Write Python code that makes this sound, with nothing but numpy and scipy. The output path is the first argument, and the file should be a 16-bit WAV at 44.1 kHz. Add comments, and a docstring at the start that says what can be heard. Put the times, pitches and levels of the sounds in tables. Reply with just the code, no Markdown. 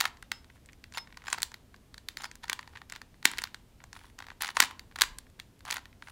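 """Hands twist a plastic puzzle cube close to a small microphone, over a low rumble and hiss.
From the start, layers scrape as they turn and hollow pieces knock; the room answers softly.
From 0.3 s to about 2.3 s come high rings, likely the springs, and a short squeak near 0.95 s.
Pieces snap into place loudest near 3.3, 4.6 and 5 s. Just after that, stirred air brushes
the microphone, and a last turn clatters near 5.7 s."""
import sys
import numpy as np
from scipy import signal
from scipy.fft import rfft, irfft
from scipy.io import wavfile
from scipy.ndimage import uniform_filter1d

SR = 44100
rng = np.random.default_rng(int(sys.argv[2]) if len(sys.argv) > 2 else 0)


def transcribe(u):
    """Save the signal u as a 16-bit wav file named by the first command-line argument.

    u: samples, shape (n,) or (channels, n), limited to [-1, 1]; the rate is SR.
    q: integer samples, one column per channel.
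    """
    v = np.clip(np.atleast_2d(u).T, -1, 1)
    q = np.round(v * 32767).astype(np.int16)
    wavfile.write(sys.argv[1], SR, q)


N = 269451

# how strong the steady background is at each pitch: pitch_hz, relative_db
BACKGROUND = [(12, -29), (20, 1.5), (77, 5), (189, -5), (244, -3), (305, -9), (690, -16.5),
              (1240, -22.5), (1900, -23.5), (3420, -26), (15200, -34), (16500, -54)]
# layers sliding round: start_s, end_s, first_db, last_db, sharp_db (added to those levels)
SCRAPES = [(0, 0.087, -44.5, -48, -12.5), (0.47, 0.57, -89, -74, -1), (0.921, 0.989, -65, -39.5, -12),
           (1.038, 1.27, -79, -74, -14), (1.251, 1.348, -62, -39, -10), (1.354, 1.447, -77, -73, 0),
           (2.168, 2.264, -63, -46.5, -10.5), (2.426, 2.554, -55, -73, -18),
           (2.585, 2.796, -80, -66.5, -16), (2.895, 2.983, -60.5, -53.5, -24),
           (3.244, 3.257, -50, -43.5, -2.5), (3.265, 3.429, -61, -57.5, -9.5), (3.928, 4.111, -61, -70, -6),
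           (4.182, 4.34, -64.5, -75.5, -17), (4.406, 4.517, -43.5, -51, -9.5),
           (4.548, 4.659, -50, -45.5, -7.5), (4.977, 5.041, -65, -30.5, -12), (5.65, 5.703, -61, -49, -9),
           (5.72, 5.797, -32.5, -63, -12), (6.028, 6.104, -68, -61, -4)]
# the modes (natural ringing pitches) of the hollow pieces: pitch_hz, width_hz, level_db
PIECE_MODES = [(320, 210, 0), (888, 277, 10.5), (1160, 1340, 3), (1300, 110, 15), (2020, 3100, 23.5),
               (3500, 240, -1), (3500, 2200, 1), (4630, 2500, 10.5), (5080, 540, 5), (6850, 820, -1.5),
               (9000, 630, 5), (9400, 420, 5.5), (12100, 880, -1.5), (12030, 1100, -3), (15700, 1500, -7)]
# piece hitting piece: start_s, clack_db, hollow_db, sharp_db (both added to clack_db), edge_pitch_hz
KNOCKS = [(0.0036, -24, -20.5, 0, 6440), (0.0088, -19.5, -5.5, 3.5, 3650), (0.022, -41, 7, 1, 3500),
          (0.039, -33.5, 1, -14.5, 3600), (0.0534, -23.5, 1.5, -2.5, 3500), (0.17, -51.5, -10, -2, 4970),
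          (0.225, -38.5, -9, -6, 9700), (0.3168, -22.5, -17, -4.5, 3700), (0.444, -55, -0.5, 1, 3620),
          (0.499, -47, -12, -34, 3300), (0.557, -64.5, 10, -19, 3300), (0.566, -57.5, -9, -13, 12000),
          (0.577, -62, -12, -14, 3300), (0.65, -63, -15, -20, 3330), (0.659, -57, -20, 8, 8550),
          (0.6877, -44.5, -21.5, -25.5, 3300), (0.6952, -50, -35, -28, 3300), (0.722, -63, -14, 3, 8000),
          (0.731, -47.5, -33, -5, 5800), (0.8401, -38.5, -34, -6, 4460), (0.9225, -45.5, -13, -2, 5970),
          (0.938, -51, -2, 9, 4120), (0.973, -38.5, 10, 9, 4440), (0.9828, -33, -17.5, -21, 3800),
          (1.0723, -44.5, -13, -15, 3420), (1.102, -53.5, -7, -25, 3400), (1.1247, -44.5, -10, -10.5, 3500),
          (1.1434, -50.5, -24, -18, 3300), (1.1715, -39.5, -4, -3, 4800), (1.2192, -45, -11, -18, 3300),
          (1.239, -54.5, 6, -3, 6700), (1.2688, -35.5, -12, -8, 3300), (1.281, -30.5, -1.5, -9.5, 6960),
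          (1.3014, -43.5, -2, 7.5, 7000), (1.314, -43, 2, -3, 4500), (1.328, -22.5, -3.5, 3, 7600),
          (1.3438, -35, 1, -9.5, 4500), (1.378, -41, 3, -7, 4500), (1.3823, -35, -0.5, -2, 4830),
          (1.4024, -44, 0, 3, 4000), (1.4194, -32, -21, 6.5, 8440), (1.4297, -28.5, -4, 12.5, 3800),
          (1.5167, -48.5, 4, 1.5, 6700), (1.5412, -36.5, -13.5, -1, 4140), (1.742, -46.5, -4, -14, 4040),
          (1.762, -65, -14, 11, 5000), (1.9421, -44.5, -5, 4, 3880), (1.979, -42.5, -13, 2, 4260),
          (2.0858, -31, -18.5, 4.5, 3700), (2.1705, -29, -24, -2.5, 4340), (2.199, -50, 3.5, -15, 5400),
          (2.2194, -50.5, 7, 11, 7100), (2.2352, -42.5, 3, 3, 4940), (2.2426, -33.5, -2, -2, 4870),
          (2.253, -36, -12, -11, 4400), (2.3137, -38, -30, -4, 5800), (2.354, -47, -13, 4.5, 7350),
          (2.437, -42, 0, -3, 3300), (2.441, -38, 2, -4.5, 3600), (2.454, -48, -11, -2, 4500),
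          (2.481, -39.5, -6, -2, 4500), (2.497, -19, -20, -7, 6500), (2.5169, -47.5, 13, -11, 3300),
          (2.5294, -26.5, -6.5, 3, 3100), (2.5909, -36, 2.5, -4.5, 4730), (2.61, -56, -6, 4, 8050),
          (2.628, -42, -14, -11, 3770), (2.675, -47, 2, 0, 4500), (2.7337, -56.5, 4.5, -20, 4200),
          (2.7531, -44.5, -2, -13.5, 3800), (2.757, -42.5, -2, -32, 3300),
          (2.7713, -39.5, -11.5, -12.5, 3340), (2.8157, -43, 2, -7, 3400),
          (2.8981, -41.5, -13.5, 3.5, 5200), (2.9218, -32, -13.5, -5, 7500), (2.935, -45.5, -2, -4, 3900),
          (2.96, -36, -10, -4, 3300), (3.0158, -36, -10, -6.5, 4650), (3.142, -54.5, -6, -8.5, 3800),
          (3.227, -42, -5, -2.5, 3900), (3.2537, -4.5, -29, -5.5, 7600), (3.274, -36.5, -9, 5.5, 3900),
          (3.314, -39.5, -6, 5, 9400), (3.334, -35, -3, -8, 3400), (3.3729, -39, -8, -0.5, 4600),
          (3.383, -30, -13, 3.5, 3280), (3.3874, -21.5, -35, -14, 3700), (3.4185, -32.5, -9, -0.5, 7850),
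          (3.438, -29, -3.5, 5, 4500), (3.4525, -47, 6, -8, 3500), (3.472, -39.5, -23, -13.5, 5100),
          (3.5443, -34.5, -6.5, -2, 3800), (3.8024, -49, -7, -27, 3220), (3.816, -61, 2, -16, 3500),
          (3.8388, -44, -1.5, -1, 7020), (3.9293, -43, 1, 3, 5640), (3.963, -48.5, 8, -13, 4400),
          (4.0118, -52.5, -1, -18, 3300), (4.0413, -54, 6.5, -21, 3230), (4.188, -40, -4, 0.5, 5880),
          (4.2025, -40.5, 1, -7, 3290), (4.223, -38.5, -5.5, -10.5, 3300), (4.241, -48, -5.5, -10.5, 3360),
          (4.2665, -44, -3, -3, 3400), (4.2841, -41.5, -1, -11, 4800), (4.302, -37.5, -8.5, -13.5, 3500),
          (4.3153, -49, 4.5, -10, 3330), (4.408, -32, -3.5, -6.5, 3340), (4.4204, -27, -6, 5, 12200),
          (4.433, -31.5, 1, -3, 4500), (4.4456, -26.5, -8.5, -5.5, 4100), (4.4775, -37, -3, 0, 7100),
          (4.4883, -28, -5.5, -13.5, 4830), (4.552, -49, -4.5, -3, 4500), (4.568, -21.5, 5, -4, 6740),
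          (4.59, -40, 1.5, 0.5, 5230), (4.6002, -23, -6.5, -4.5, 5970), (4.6021, -7, -9.5, 0.5, 6000),
          (4.62, -25.5, -4.5, 1, 3700), (4.6235, -15.5, -17.5, -6.5, 4500), (4.627, -23.5, -6, -1, 5440),
          (4.6365, -25, -3.5, -3.5, 7550), (4.646, -35.5, -9, 1, 4000), (4.709, -43.5, 5.5, -5, 11900),
          (4.794, -37, -20.5, 1, 4500), (4.912, -54, -1.5, -8, 3280), (4.922, -55.5, 0.5, -7.5, 3500),
          (4.9582, -37.5, 0, 1.5, 3800), (4.962, -42.5, -5, 0, 3500), (4.9868, -31.5, -5, -7, 7650),
          (5.01, -22.5, -8.5, 4, 3230), (5.018, -12, -6, 3.5, 3420), (5.0358, -22.5, -16.5, -12.5, 3280),
          (5.185, -47, 0.5, 15.5, 8600), (5.2664, -54, -18, -23, 9030), (5.299, -63.5, -10, 3, 8000),
          (5.392, -48, -8, -6, 3500), (5.398, -35.5, -16, 0.5, 3500), (5.42, -63, -14, -2, 7020),
          (5.592, -68, -15, 12, 8000), (5.606, -53.5, -2, 0.5, 4000), (5.6513, -45, 6.5, 4, 7250),
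          (5.667, -57.5, 19, -18, 4200), (5.6795, -47, 7, -9, 3300), (5.6867, -48.5, 15, -9, 3300),
          (5.7033, -30, -3, -3, 4600), (5.709, -25.5, -32, 1.5, 6340), (5.7248, -26, -15, -1, 3080),
          (5.741, -36, -3, 3, 13400), (5.756, -39, -23, -8, 3300), (5.7605, -35.5, -14, 0, 3300),
          (5.7671, -28.5, -6.5, -7, 6800), (5.7805, -38.5, 0, -6, 4300), (5.855, -43.5, -9, -4, 3280),
          (5.928, -50, -29, -19, 3300), (6.0224, -37.5, -8, -15, 3350), (6.071, -41, -12.5, -30.5, 3320),
          (6.083, -47.5, 4.5, -7, 5540)]
# the room's echoes: pitch_hz, fade_s (time to fall 60 dB), relative_db
ECHOES = [(250, 0.7, 1.5), (1490, 0.31, -1), (5000, 0.26, -2), (14000, 0.16, -4)]
# thin tones: a short squeak near 0.95 s, and high rings, likely the springs:
# start_s, pitch_hz, level_db, fade_s (time to fall 60 dB)
THIN_TONES = [(.32, 5180, -51.5, 0.16), (0.944, 2710, -46, 0.044), (0.949, 7040, -48, 0.064),
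              (.985, 5170, -45, 0.11), (1.268, 5120, -52, .06), (1.272, 7300, -52, 0.087),
              (1.435, 8500, -57, 0.071), (2.18, 5200, -57, 0.091), (2.18, 7150, -52, 0.046),
              (2.18, 10400, -60, 0.038), (2.235, 5010, -45, 0.047), (2.25, 5100, -60, 0.099),
              (2.25, 4540, -60, 0.13)]
# air stirred past the microphone: time_s, level_db
DRAUGHT = [(4.95, -65), (5.124, -44), (5.45, -83)]
# where a tap's five parts (thud, hollow, clack, snap, tick) meet: border_hz
PART_BORDERS = [500, 1300, 3200, 7500]

TAP_SAMPLES, LEAD_SAMPLES = 2048, 128  # length of one tap; the quiet at its front
TAP_HZ = np.fft.rfftfreq(TAP_SAMPLES, 1 / SR)  # the pitches in a tap's spectrum


def undb(db):
    """Turn decibels into a number to multiply by."""
    return 10 ** (np.asarray(db) / 20)


def unit(x):
    """Scale a sound so its average strength (rms) is 1."""
    return x / np.sqrt(np.mean(x ** 2))


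def band(x, low_hz, high_hz):
    """Keep the pitches between two limits."""
    return signal.sosfilt(signal.butter(2, [low_hz, high_hz], "band", fs=SR, output="sos"), x)


def place(sounds, starts_s):
    """Lay short sounds on the time line."""
    out = np.zeros(N + sounds.shape[1])
    for sound, start_s in zip(sounds, starts_s):
        first = int(start_s * SR)
        out[first:first + len(sound)] += sound
    return out[:N]


def resonance(hz, width_hz):
    """Spectrum of something that rings most strongly at one pitch."""
    return 1j * TAP_HZ * width_hz / (hz ** 2 - TAP_HZ ** 2 + 1j * TAP_HZ * width_hz)


def background():
    """Low rumble and microphone hiss: steady noise, strongest in the bass."""
    hz, db = np.transpose(BACKGROUND)
    pitches = np.fft.rfftfreq(N, 1 / SR) + 1
    colour = undb(np.interp(np.log(pitches), np.log(hz), db))
    return unit(irfft(rfft(rng.standard_normal(N)) * colour, N)) * undb(-58)


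def piece_rings(count, detune, scatter_db):
    """Spectra of a tap's five parts, low to high; each tapped piece can be tuned a little apart."""
    centre, width, db = np.transpose(PIECE_MODES)[:, :, None]
    width = np.maximum(width, centre / 8)  # plastic in the hand never rings long
    chance = rng.standard_normal((count, 2, len(PIECE_MODES), 1))
    hz = centre * (1 + detune * chance[:, 0])
    sign = (-1.) ** np.arange(len(PIECE_MODES))[:, None]  # neighbouring modes push out and in by turns
    modes = sign * undb(db + scatter_db * chance[:, 1]) * resonance(hz, width)
    modes *= (1j * TAP_HZ / (hz * .5 + 1j * TAP_HZ)) ** 2  # small pieces give off little bass
    modes *= hz * 2 / (hz * 2 + 1j * TAP_HZ)  # a soft contact passes little treble
    part = np.digitize(centre[:, 0], PART_BORDERS)
    return [modes[:, part == k].sum(axis=1) for k in range(len(PART_BORDERS) + 1)]


def scrapes():
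    """Plastic faces stick and slip: tiny uneven taps ring the pieces, over a smooth high rub."""
    t, level, sharp_level = np.arange(N) / SR, np.zeros(N), np.zeros(N)
    for start_s, end_s, first_db, last_db, sharp_db in SCRAPES:
        on = (t >= start_s) & (t < end_s)
        gain = undb(np.interp(t[on], [start_s, end_s], [first_db, last_db]))
        level[on] += gain
        sharp_level[on] += gain * undb(sharp_db)
    grip_db = 8.7 * np.minimum(rng.exponential(size=N // 96 + 1), 2.7)  # a new grip about every 2 ms
    taps = rng.standard_normal(N) * uniform_filter1d(undb(grip_db).repeat(96)[:N], size=32)
    rings = piece_rings(1, detune=0, scatter_db=0)
    _, hollow, clack, snap, tick = (unit(signal.fftconvolve(taps, irfft(r[0]))[:N]) for r in rings)
    rub = unit(band(rng.standard_normal(N), 4100, 11000))
    body = uniform_filter1d(level, size=256) * (clack + undb(-1.5) * hollow + undb(-10.5) * snap)
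    return body + uniform_filter1d(sharp_level, size=256) * (tick + undb(-2) * rub)


def rattles(hollow_db, sharp_db):
    """Spectrum of the contacts inside each knock: a tiny rattle that builds and fades."""
    # flat faces meeting sound hollow and rattle longer than a corner catching
    rattle_ms = 0.72 * np.exp(0.012 * hollow_db - 0.02 * sharp_db)
    time_ms = np.maximum(np.arange(TAP_SAMPLES // 2) - LEAD_SAMPLES, 0) / SR * 1000
    age = time_ms / rattle_ms
    contacts = rng.standard_normal(age.shape)
    firm = np.diff(np.sign(age - 1), append=1) > 0  # one firm contact as age passes 1
    contacts[:, LEAD_SAMPLES:] += 3.55 * firm[:, LEAD_SAMPLES:]
    spiky = contacts * np.abs(contacts) ** .5
    spectrum = rfft(spiky * age ** 1.71 * np.exp(-age), TAP_SAMPLES)
    # hard, brief contacts push all pitches alike, so even out the spectrum
    return spectrum / np.sqrt(uniform_filter1d(np.abs(spectrum) ** 2, size=27))


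def knocks():
    """Rattles set the pieces ringing. Gives the sound at the microphone and the sound sent all round."""
    start_s, clack_db, hollow_db, sharp_db, edge_hz = np.transpose(KNOCKS)[:, :, None]
    rattle = rattles(hollow_db, sharp_db)
    thud, hollow, clack, snap, tick = piece_rings(len(KNOCKS), detune=.02, scatter_db=2.0)
    strength = lambda ring: np.sqrt(np.mean(np.abs(ring) ** 2, axis=1, keepdims=True))
    sharp = snap / strength(snap) + undb(-5) * tick / strength(tick)
    clack = clack / (1 + 1j * TAP_HZ / 5000) ** 2  # fades above 5000 Hz
    light_touch_db, thud_db = -32, -22.5  # the whole cube thuds in the hands, softer than the clack
    # blows harder than a light touch shake more pieces
    force_db = np.maximum(clack_db + np.maximum(sharp_db, 0) - light_touch_db, 0)
    other_modes = undb(-10 + 0.4 * force_db)
    edge = other_modes + resonance(edge_hz, 0.28 * edge_hz)
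    # the air space in the struck piece rings lower for hollower knocks
    cavity_hz = 1648 * np.exp(-0.0083 * hollow_db + 0.065 * rng.standard_normal(start_s.shape))
    cavity = other_modes + resonance(cavity_hz, 0.3 * cavity_hz)
    heard = []
    # the microphone faces one cavity and edge; the walls hear all sides of the cube at once
    for rings in ((thud, hollow, clack * cavity, sharp * edge), (thud, hollow, clack, sharp)):
        sound = 0
        for ring, db in zip(rings, (thud_db, hollow_db, 0, sharp_db)):
            part = irfft(ring * rattle)
            peak = np.sqrt(2 * uniform_filter1d(part ** 2, size=64).max(axis=1, keepdims=True))
            sound = sound + undb(clack_db + db) * part / peak
        heard.append(place(sound, np.maximum(start_s[:, 0] - LEAD_SAMPLES / SR, 0)))
    return heard


def room(x):
    """The walls send back dense, soft echoes; each octave dies away at its own rate."""
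    t = np.arange(SR // 2) / SR
    hz, fades, levels = np.transpose(ECHOES)
    tail = 0
    for low_hz in 125 * 2. ** np.arange(7):
        middle_hz = np.sqrt(2) * low_hz
        fade_s, db = (np.interp(np.log(middle_hz), np.log(hz), column) for column in (fades, levels))
        tail = tail + band(rng.standard_normal(len(t)), low_hz, 2 * low_hz) * undb(db - 60 * t / fade_s)
    tail *= np.clip(t / 0.0035, 0, 1) ** 2  # echoes gather over the first 3.5 ms
    return signal.fftconvolve(x, tail / np.sqrt(np.sum(tail ** 2)))[:N] * undb(-18.5)


def thin_tones():
    """A short squeak, and high rings, likely the springs; each rises fast, wavers and soon dies."""
    start_s, hz, db, fade_s = np.transpose(THIN_TONES)[:, :, None]
    t = np.arange(SR // 2) / SR
    waver = unit(uniform_filter1d(rng.standard_normal((len(THIN_TONES), len(t))), size=200))
    tone = np.sin(2 * np.pi * hz * t + 0.3 * waver)
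    rise = 1 - np.exp(-t / 0.00071)
    fall = undb(db - 60 * (t / fade_s) ** 2)
    return place(tone * rise * fall, start_s[:, 0])


def draught():
    """Air stirred past the microphone makes a brief swell in the deep bass."""
    time_s, db = np.transpose(DRAUGHT)
    swell = undb(np.interp(np.arange(N) / SR, time_s, db))
    return unit(band(rng.standard_normal(N), 19, 35)) * swell


def scene():
    """Add the cube, its echoes and the background into one channel."""
    near, all_round = knocks()
    turning = scrapes() + thin_tones()
    return (near + turning + room(all_round + turning) + background() + draught())[None]


def record(dry):
    """The microphone thins the deepest bass; the recorder rounds loud peaks and cuts the top treble."""
    bass_hz, ceiling, shelf_hz, top_hz = 24, 0.9, 15800, 16650
    x = signal.sosfilt(signal.butter(2, bass_hz, "high", fs=SR, output="sos"), dry)
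    x = ceiling * np.tanh(x / ceiling)
    x = signal.sosfilt(signal.ellip(6, .2, 18, shelf_hz, fs=SR, output="sos"), x)  # 18 dB down
    return signal.sosfilt(signal.ellip(10, .2, 70, top_hz, fs=SR, output="sos"), x)  # 70 dB more


dry = scene()
out = record(dry)
transcribe(out)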